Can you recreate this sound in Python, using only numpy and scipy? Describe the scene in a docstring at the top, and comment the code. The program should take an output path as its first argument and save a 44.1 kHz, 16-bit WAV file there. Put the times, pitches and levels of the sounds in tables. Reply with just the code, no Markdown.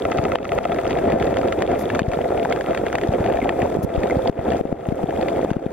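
"""Under water, a small camera in a sealed housing drifts. A far boat motor is a broad, lumpy rumble of noise
bands; reef animals crackle and snap as clicks that ring; bubbles ring at one pitch. A part inside the camera
ticks about 15 times a second; the hand bumps the housing (damped pushes) and creaks it (stick-slip clicks).
Two microphone cavities colour all but the bumps, creaks and hiss; a limiter ducks the whole mix on loud peaks."""
import sys
import numpy as np
from scipy import signal
from scipy.fft import rfft, irfft
from scipy.io import wavfile
from scipy.ndimage import minimum_filter1d

SR = 44100
rng = np.random.default_rng(int(sys.argv[2]) if len(sys.argv) > 2 else 0)


def waveform_to_disk(signal):
    """Save audio, clipped to [-1, 1], as 16-bit WAV at the path in sys.argv[1]."""
    frames = np.transpose(np.atleast_2d(signal))
    scaled = np.clip(frames, -1, 1) * 32767
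    samples = np.round(scaled).astype(np.int16)
    wavfile.write(sys.argv[1], SR, samples)


N = 252644

# Microphone noise spectrum. Each row: frequency in Hz, relative level in dB.
HISS_SPECTRUM = [(2060, -44), (3500, -6), (4600, -23), (5090, -13), (8740, -14.5), (15500, -20.5)]
HISS_RMS_DB = -54

# Motor rumble spectrum. Each row: frequency in Hz, relative density in dB per Hz.
RUMBLE_SPECTRUM = [(25, -17), (70, -3), (140, -5.5), (370, 2.5), (670, -1.5), (950, -13), (1500, -22),
                   (2500, -31.5), (5000, -80)]
# Left-right likeness of the rumble. Each row: frequency in Hz, correlation (1 = same).
RUMBLE_LIKENESS_AT_HZ = [(60, 0.87), (200, 0.95), (400, 0.91), (1000, 1)]
# Motor rumble as the swell carries it. Each row: time in seconds, level in dB.
MOTOR_SWELL = [(0, -23), (.45, -21), (.85, -23.5), (1.05, -19.5), (1.6, -21.5), (2.5, -24), (3.1, -23),
               (3.3, -20.5), (3.65, -24), (4.2, -21), (5.2, -23), (5.73, -24.5)]

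# Level falls slowly; FOLLOWS is the share of the swell's swing.
CRACKLE_DB, CRACKLE_FADE_DB_PER_S, CRACKLE_FOLLOWS = -38.5, 1.5, 0.23

# Small bubbles. Each row: start in seconds, peak in dB, pitch in Hz.
BUBBLES = [(1.0916, -24.5, 1940), (1.433, -22, 1260), (3.402, -25, 2245), (3.4162, -23.5, 2110),
           (4.108, -20, 2080)]
BUBBLE_T60_S = 0.036

# Housing creaks. Each row: start in seconds, length in seconds, first slips per second,
# last slips per second, click level in dB.
HOUSING_CREAKS = [(1.787, 0.043, 1500, 780, -34), (3.827, 0.026, 2300, 630, -29.5)]
CREAK_HZ, CREAK_T60_S = 11400, 0.0017
SLIP_UNEVEN = 0.64   # spread of the log slip rate

TICK_FIRST_S, TICKS_PER_S = .0523, 14.983
# Modes of the ticking part. Each row: frequency in Hz, relative level in dB, t60 in seconds.
TICK_PART_MODES = [(1268, 18.5, 0.018), (2020, 13.5, 0.012), (2540, 5, 0.021), (5560, 0, 0.004)]
# Strength of the tick's low knock. 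Each row: time in seconds, level in dB.
TICK_KNOCK_LEVEL = [(0, -16), (.8, -14.5), (2, -28), (2.2, -10), (2.5, -12.5), (2.65, -29), (3.1, -39),
                    (3.3, -8.5), (3.72, -16.5), (3.9, -26), (4.06, -15), (5.73, -15.5)]
TICK_EDGE_DB, TICK_SCATTER_DB, TICK_CONTACT_HZ = -10.5, 2.5, 5460   # contact is soft above this
# The bright edge is damped from EDGE_FADE_FROM_S on, down to a floor.
EDGE_FADE_FROM_S, EDGE_FADE_DB_PER_S, EDGE_FLOOR_DB = 0.59, 26, -31

# Single snaps. Each row: start in seconds, crack peak in dB, pitch in Hz.
SINGLE_SNAPS = [(0.1237, -27, 2180), (0.3557, -7, 1900), (0.685, -33, 2170), (0.907, -18.5, 1970),
                (0.9872, -23, 1860), (1.1, -25.5, 2240), (1.1197, -18.5, 1760), (1.199, -22, 2170),
                (1.2241, -16.5, 1810), (1.268, -26.5, 2610), (1.369, -16, 1640), (1.413, -23, 1600),
                (1.5234, -15.5, 1860), (1.6215, -10, 1960), (1.715, -24, 1790), (1.9004, -16, 1700),
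                (1.9487, -17, 1800), (1.9919, -6, 1600), (2.1158, -19, 1630), (2.1335, -17, 1680),
                (2.3748, -22.5, 1790), (2.4497, -16.5, 1530), (2.5239, -14.5, 2030), (2.5603, -18.5, 1600),
                (2.6085, -17, 1540), (2.7473, -15.5, 1590), (2.774, -20, 1940), (2.8652, -18.5, 1640),
                (2.927, -15.5, 1640), (2.953, -10, 1850), (2.983, -16, 1450), (3.013, -20, 1830),
                (3.035, -19, 1830), (3.2613, -19.5, 1790), (3.299, -20, 1740), (3.37, -24, 1720),
                (3.4918, -10, 1700), (3.618, -17, 1800), (4.033, -20, 1840), (4.07, -23.5, 2200),
                (4.098, -19, 1490), (4.2737, -20.5, 3170), (4.503, -26.5, 2380), (4.519, -18.5, 1840),
                (4.533, -25, 1800), (4.7256, -19.5, 1510), (5.106, -22, 1530), (5.211, -27.5, 2780),
                (5.2264, -27, 2570), (5.2836, -19, 1970), (5.5036, -20, 1500), (5.5316, -17.5, 1680),
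                (5.664, -20, 1550)]
SNAP_KNOCK_DB, SNAP_TOP_HZ = -2, 13700   # knock re crack; the water dulls the top
SNAP_BITE_DB = -21   # white spit, grows with the square of the snap's height

# Bumps on the housing. Each row: time in seconds, push peak in dB, pulse in Hz (minus for a pull),
# left over right in dB.
HOUSING_BUMPS = [(0.194, -9, 159, 9), (0.3571, 0.5, -770, 9), (0.589, -5, 500, 12), (1.1425, -6, -300, 3),
                 (2.0194, 1.5, 250, 9), (2.0842, -5.5, 108, 3.5), (2.952, -9, -620, -6),
                 (3.093, -7, 138, 1), (3.2065, -15, 114, 0), (3.6315, -12, 235, 0), (3.771, -1, 401, -18),
                 (3.79, -4.5, 194, -5), (3.8389, -9, 182, 10), (3.849, 1.5, 216, -32),
                 (3.9822, -5.5, 85, 37), (4.171, -6.5, -150, -2), (4.2984, 7.5, -270, 8),
                 (4.3916, -7, -130, -6), (4.612, 3.5, -350, 42), (4.6543, 2.5, -350, 10),
                 (4.7277, 7.5, 290, 7), (4.8886, -3, -170, 5), (4.9242, -0.5, 256, 41),
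                 (5.0418, -0.5, -260, 14), (5.4483, -3, -450, 3), (5.516, 4, 216, 9.5),
                 (5.568, 6.5, 256, 10), (5.6649, 3, 261.5, 10)]
BUMP_TAP_DB, BUMP_TAP_HZ = -12, 400   # contact tap re push
REBOUND_SLOWS, REBOUND_TURNS = 0.51, 0.39   # the swing back drags; decay in turns

# Microphone cavities, peaks and dips. Each row: frequency in Hz, width in Hz, gain in dB.
LEFT_CAVITY = [(475, 17, -14), (673, 77, 11), (1760, 124, 5.5), (2340, 640, 4), (3010, 133, -13),
               (6350, 920, 13.5)]
RIGHT_CAVITY = [(528, 103, 9), (1012, 315, -12), (1345, 86, 9.5), (3900, 1800, 10.5), (4050, 136, -34),
                (4540, 420, 8), (5580, 1000, -10), (6320, 750, 12.5)]
# Phase between the cavities. Each row: frequency in Hz, left lead in radians.
LEFT_LEAD_RAD = [(420, .15), (600, .5), (850, .2), (1100, .5), (1400, .1), (4100, .1), (4700, -3.2),
                 (5800, -3.1), (9500, -.3), (16000, 0)]

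LIMIT_DB, RELEASE_DB_PER_S, ATTACK_S, HOLD_S = -8.5, 80.5, 0.0004, 0.0025
CLIP_LEVEL, CUTOFF_HZ = 0.68, 16350


def from_db(db):
    """Amplitude factor of a level in dB."""
    return 10 ** (np.asarray(db) / 20)


def rms_one(x):
    """Scale to RMS 1."""
    return x / np.sqrt(np.mean(x ** 2) + 1e-20)


def peak_one(x):
    """Scale to peak 1."""
    return x / np.abs(x).max()


def columns_at(rows, times_s):
    """Interpolate the columns of a table over its first, time."""
    s, *columns = np.transpose(rows)
    return [np.interp(times_s, s, column) for column in columns]


def at_hz(points, hz):
    """Interpolate a two-column table over log frequency."""
    points_hz, values = np.transpose(points)
    return np.interp(np.log(hz), np.log(points_hz), values)


def drift(rate_per_s):
    """Slow chance at about this rate: noise through two equal poles at SR / 40; RMS 1."""
    r = np.exp(-80 * np.pi * rate_per_s / SR)
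    white = rng.standard_normal(N // 40 + 2002)
    slow = signal.lfilter([1], [1, -2 * r, r * r], white)[2000:]   # drop the filter's start
    return np.interp(np.arange(N) / 40, np.arange(len(slow)), rms_one(slow))


def ring(clicks, hz, t60_s):
    """Two-pole resonator: a unit click starts a decaying sine of height 1."""
    r, w = from_db(-60 / (t60_s * SR)), 2 * np.pi * hz / SR
    return signal.lfilter([0, np.sin(w)], [1, -2 * r * np.cos(w), r * r], clicks + 1e-18)


def add(out, s, wave):
    """Mix a short wave in at time s."""
    i = round(s * SR)
    out[..., i:i + wave.shape[-1]] += wave[..., :N - i]


def burst(hz, t60_s, rattle_s):
    """An uneven contact, a short puff of noise, ringing at one pitch; peak 1."""
    t = np.arange(900) / SR
    rattle = rng.standard_normal(900) * t * np.exp(-t / rattle_s)
    return peak_one(ring(rattle, hz, t60_s))


def knock(hz, t60_s):
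    """The low shove a contact gives the cavities: a smooth push rings a few cycles; peak 1."""
    t = np.arange(900) / SR
    push = np.sin(np.pi * np.minimum(t * 0.94 * hz, 1)) ** 2
    return peak_one(ring(np.diff(push, prepend=0), hz, t60_s))


def hiss():
    """Microphone noise, own in each channel: white noise shaped in frequency."""
    hz = np.arange(1, N // 2 + 2) * SR / N
    spectrum = rfft(rng.standard_normal((2, N))) * from_db(at_hz(HISS_SPECTRUM, hz))
    return from_db(HISS_RMS_DB) * rms_one(irfft(spectrum, N))


def rumble(level_db, shared_db, own_db):
    """Third-octave noise bands swell together and flutter apart, as the motor's sound takes many paths."""
    out = 0
    together = 2.18 * np.tanh(0.46 * drift(11.2) + 0.84 * drift(87.0))
    edges_hz = 25 * 2 ** (np.arange(24) / 3)
    white = rng.standard_normal((2, 2, N))   # neighbouring bands use different noise
    for k, (low_hz, high_hz) in enumerate(zip(edges_hz, edges_hz[1:])):
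        band = signal.butter(2, [low_hz, high_hz], "band", fs=SR, output="sos")
        mid, side = signal.sosfilt(band, white[k % 2])
        hz = np.sqrt(low_hz * high_hz)
        alike = np.clip(at_hz(RUMBLE_LIKENESS_AT_HZ, hz), -1, 1)
        gain = from_db(at_hz(RUMBLE_SPECTRUM, hz) + shared_db * together + own_db * drift(26.0))
        out = out + gain * (np.sqrt(1 + alike) * mid + np.sqrt(1 - alike) * side * [[1], [-1]])
    return from_db(level_db) * rms_one(out)


def crackle(level_db, per_s, spread_db, cycles, top_hz, tilt_db_per_octave, reach=2):
    """Snaps at random, in clumps, each ringing a few neighbouring pitches; soft contacts dull the top."""
    sizes = from_db(spread_db * np.minimum(rng.exponential(1, N), 3)) * rng.choice([-1, 1], N)
    clumps_db = 4.0 * drift(25) + 3.0 * drift(3.0)
    born = rng.random(N) < per_s * from_db(clumps_db) / SR
    top_hz = min(top_hz, 15000)
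    dealt = rng.integers(-2, 18, N)   # centre pitch number of each snap
    smear = rng.standard_normal((16, 44)) * np.hanning(44)   # a short rattle, not one click
    rings = 0
    for k, hz in enumerate(np.geomspace(850, top_hz, 16)):
        clicks = sizes * born * (abs(dealt - k) < reach)
        rattles = np.convolve(clicks, rms_one(smear[k]))[:N]
        rings = rings + from_db(tilt_db_per_octave * np.log2(hz / 800)) * ring(rattles, hz, cycles / hz)
    dulled = signal.sosfilt(signal.butter(2, top_hz, fs=SR, output="sos"), rings)
    return from_db(level_db) * rms_one(dulled)


def bubbles():
    """Each bubble rings briefly at one clear pitch."""
    out = np.zeros(N)
    for s, peak_db, hz in BUBBLES:
        add(out, s, from_db(peak_db) * burst(hz, BUBBLE_T60_S, 0.00049))
    return out


def creaks():
    """Plastic sticks and slips at a falling, uneven rate, by the left microphone; slips ring two modes."""
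    clicks = np.zeros(N)
    for s, length_s, first_per_s, last_per_s, peak_db in HOUSING_CREAKS:
        t = np.arange(round(length_s * SR)) / SR
        uneven = np.exp(SLIP_UNEVEN * drift(400)[:len(t)])
        rate_per_s = np.interp(t, [0, length_s], [first_per_s, last_per_s]) * uneven
        slips = np.diff(np.floor(np.cumsum(rate_per_s) / SR), prepend=-1)   # one click per whole turn
        onset = np.minimum(1, 0.46 + t / 0.0042)
        add(clicks, s, from_db(peak_db + rng.normal(0, 1.2, len(t))) * slips * onset)
    rings = ring(clicks, CREAK_HZ, CREAK_T60_S) + 0.8 * ring(clicks, 6400, 0.00081)
    return rings * from_db([[0], [-14]])


def ticks():
    """One small part strikes on a clock: its own modes, soon damped, then a low knock."""
    out, times_s = np.zeros(N), np.arange(TICK_FIRST_S, N / SR, 1 / TICKS_PER_S)
    fading_db = TICK_EDGE_DB - EDGE_FADE_DB_PER_S * (times_s - EDGE_FADE_FROM_S)
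    edges_db = np.clip(fading_db, EDGE_FLOOR_DB, TICK_EDGE_DB)
    soft = signal.butter(4, TICK_CONTACT_HZ, fs=SR, output="sos")
    contact = signal.sosfilt(soft, signal.unit_impulse(900))
    edge = peak_one(sum(from_db(db) * ring(contact, hz, t60_s) for hz, db, t60_s in TICK_PART_MODES))
    knocks_db, = columns_at(TICK_KNOCK_LEVEL, times_s)
    for s, edge_db, knock_db in zip(times_s, edges_db, knocks_db):
        add(out, s, from_db(edge_db) * edge)
        scattered_db = knock_db + rng.normal(0, TICK_SCATTER_DB)
        add(out, s + 0.00075, from_db(scattered_db) * knock(rng.uniform(665, 895), 0.014))
    return out


def snaps():
    """Each snap: a broad crack around its pitch, a low knock, a faint edge and a high bite."""
    out = np.zeros(N)
    for s, peak_db, hz in SINGLE_SNAPS:
        body = burst(hz, .007, .001)
        body = body + .7 * burst(1.4 * hz, .004, .001) + .7 * burst(.68 * hz, .006, .001)
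        edge = burst(1.62 * hz, 0.0046, 0.0036)
        add(out, s, from_db(peak_db) * peak_one(body + 0.17 * edge))
        add(out, s, from_db(peak_db + SNAP_KNOCK_DB) * knock(870, 0.0073))
        add(out, s, from_db(2 * peak_db + SNAP_BITE_DB) * burst(7600, 0.00023, 0.0011))
    return signal.sosfilt(signal.butter(2, SNAP_TOP_HZ, fs=SR, output="sos"), out)


def bumps():
    """A push and its rebound: a cycle that rises fast and dies within the next, with a thin tap."""
    out = np.zeros((2, N))
    for s, peak_db, hz, pan_db in HOUSING_BUMPS:
        turns = np.arange(-1, 5, abs(hz) / SR)
        turns = turns / (1 + REBOUND_SLOWS * np.maximum(turns, 0))
        rise = np.exp(-(turns / 0.29) ** 2)
        decay = np.exp(-turns / REBOUND_TURNS) * np.maximum(1 - REBOUND_SLOWS * turns, 0)
        wave = -np.sign(hz) * np.sin(2 * np.pi * turns) * np.where(turns < 0, rise, decay)
        sides_db = peak_db + np.minimum([[pan_db], [-pan_db]], 0)   # nearer microphone: full push
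        add(out, s - 1 / abs(hz), from_db(sides_db) * peak_one(wave))
        add(out, s, from_db(sides_db + BUMP_TAP_DB) * burst(BUMP_TAP_HZ, 0.0031, 0.00024))
    return out


def cavity(x, modes):
    """Microphone cavity: a chain of peaking filters, peaks and dips."""
    for hz, width_hz, gain_db in modes:
        a, w = from_db(gain_db / 2), 2 * np.pi * hz / SR
        alpha = np.pi * width_hz / SR
        x = signal.lfilter([1 + alpha * a, -2 * np.cos(w), 1 - alpha * a],
                           [1 + alpha / a, -2 * np.cos(w), 1 - alpha / a], x)
    return x


def scene():
    """All that comes through the cavities, plus what shakes the microphones directly, plus hiss."""
    t = np.arange(N) / SR
    rumble_db, = columns_at(MOTOR_SWELL, t)
    swing_db = rumble_db - rumble_db.mean()
    crackle_db = CRACKLE_DB - CRACKLE_FADE_DB_PER_S * t + CRACKLE_FOLLOWS * swing_db
    water = rumble(rumble_db, shared_db=2.23, own_db=1.5)
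    # far; nearer, broad and sharp; a fine, high prickle
    water = water + crackle(crackle_db, per_s=450, spread_db=11.0, cycles=18.0, top_hz=4190,
                            tilt_db_per_octave=-1.5, reach=3)
    water = water + crackle(crackle_db - 6.5, per_s=70, spread_db=9.5, cycles=14.5, top_hz=5230,
                            tilt_db_per_octave=-4.0, reach=6)
    water = water + crackle(-58.5, per_s=60, spread_db=2.0, cycles=8.4, top_hz=14500,
                            tilt_db_per_octave=1.0, reach=3)
    water = water + bubbles() + ticks() + snaps()
    left, right = cavity(water[0], LEFT_CAVITY), cavity(water[1], RIGHT_CAVITY)
    hz = np.arange(1, N // 2 + 2) * SR / N
    left = irfft(rfft(left) * np.exp(1j * at_hz(LEFT_LEAD_RAD, hz)), N)   # cavities swing out of step
    return np.array([left, right]) + hiss() + creaks() + bumps()


def record(dry):
    """A linked limiter ducks fast, holds and recovers; what slips past is soft-clipped; the top is cut."""
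    peak_db = 20 * np.log10(np.abs(dry).max(axis=0) + 1e-9)
    over_db = np.maximum(peak_db - LIMIT_DB, 0)
    hold = round(HOLD_S * SR)
    held_db = -minimum_filter1d(-over_db, size=hold, origin=(hold - 1) // 2)   # running maximum, looks back
    slope_db = RELEASE_DB_PER_S * np.arange(N) / SR
    duck_db = np.maximum.accumulate(held_db + slope_db) - slope_db   # linear release in dB
    r = np.exp(-1 / (ATTACK_S * SR))
    ducked = dry * from_db(-signal.lfilter([1 - r], [1, -r], duck_db))
    clipped = ducked / (1 + (ducked / CLIP_LEVEL) ** 8) ** (1 / 8)
    return signal.sosfilt(signal.cheby2(20, 70, CUTOFF_HZ, fs=SR, output="sos"), clipped)


dry = scene()
out = record(dry)
waveform_to_disk(out)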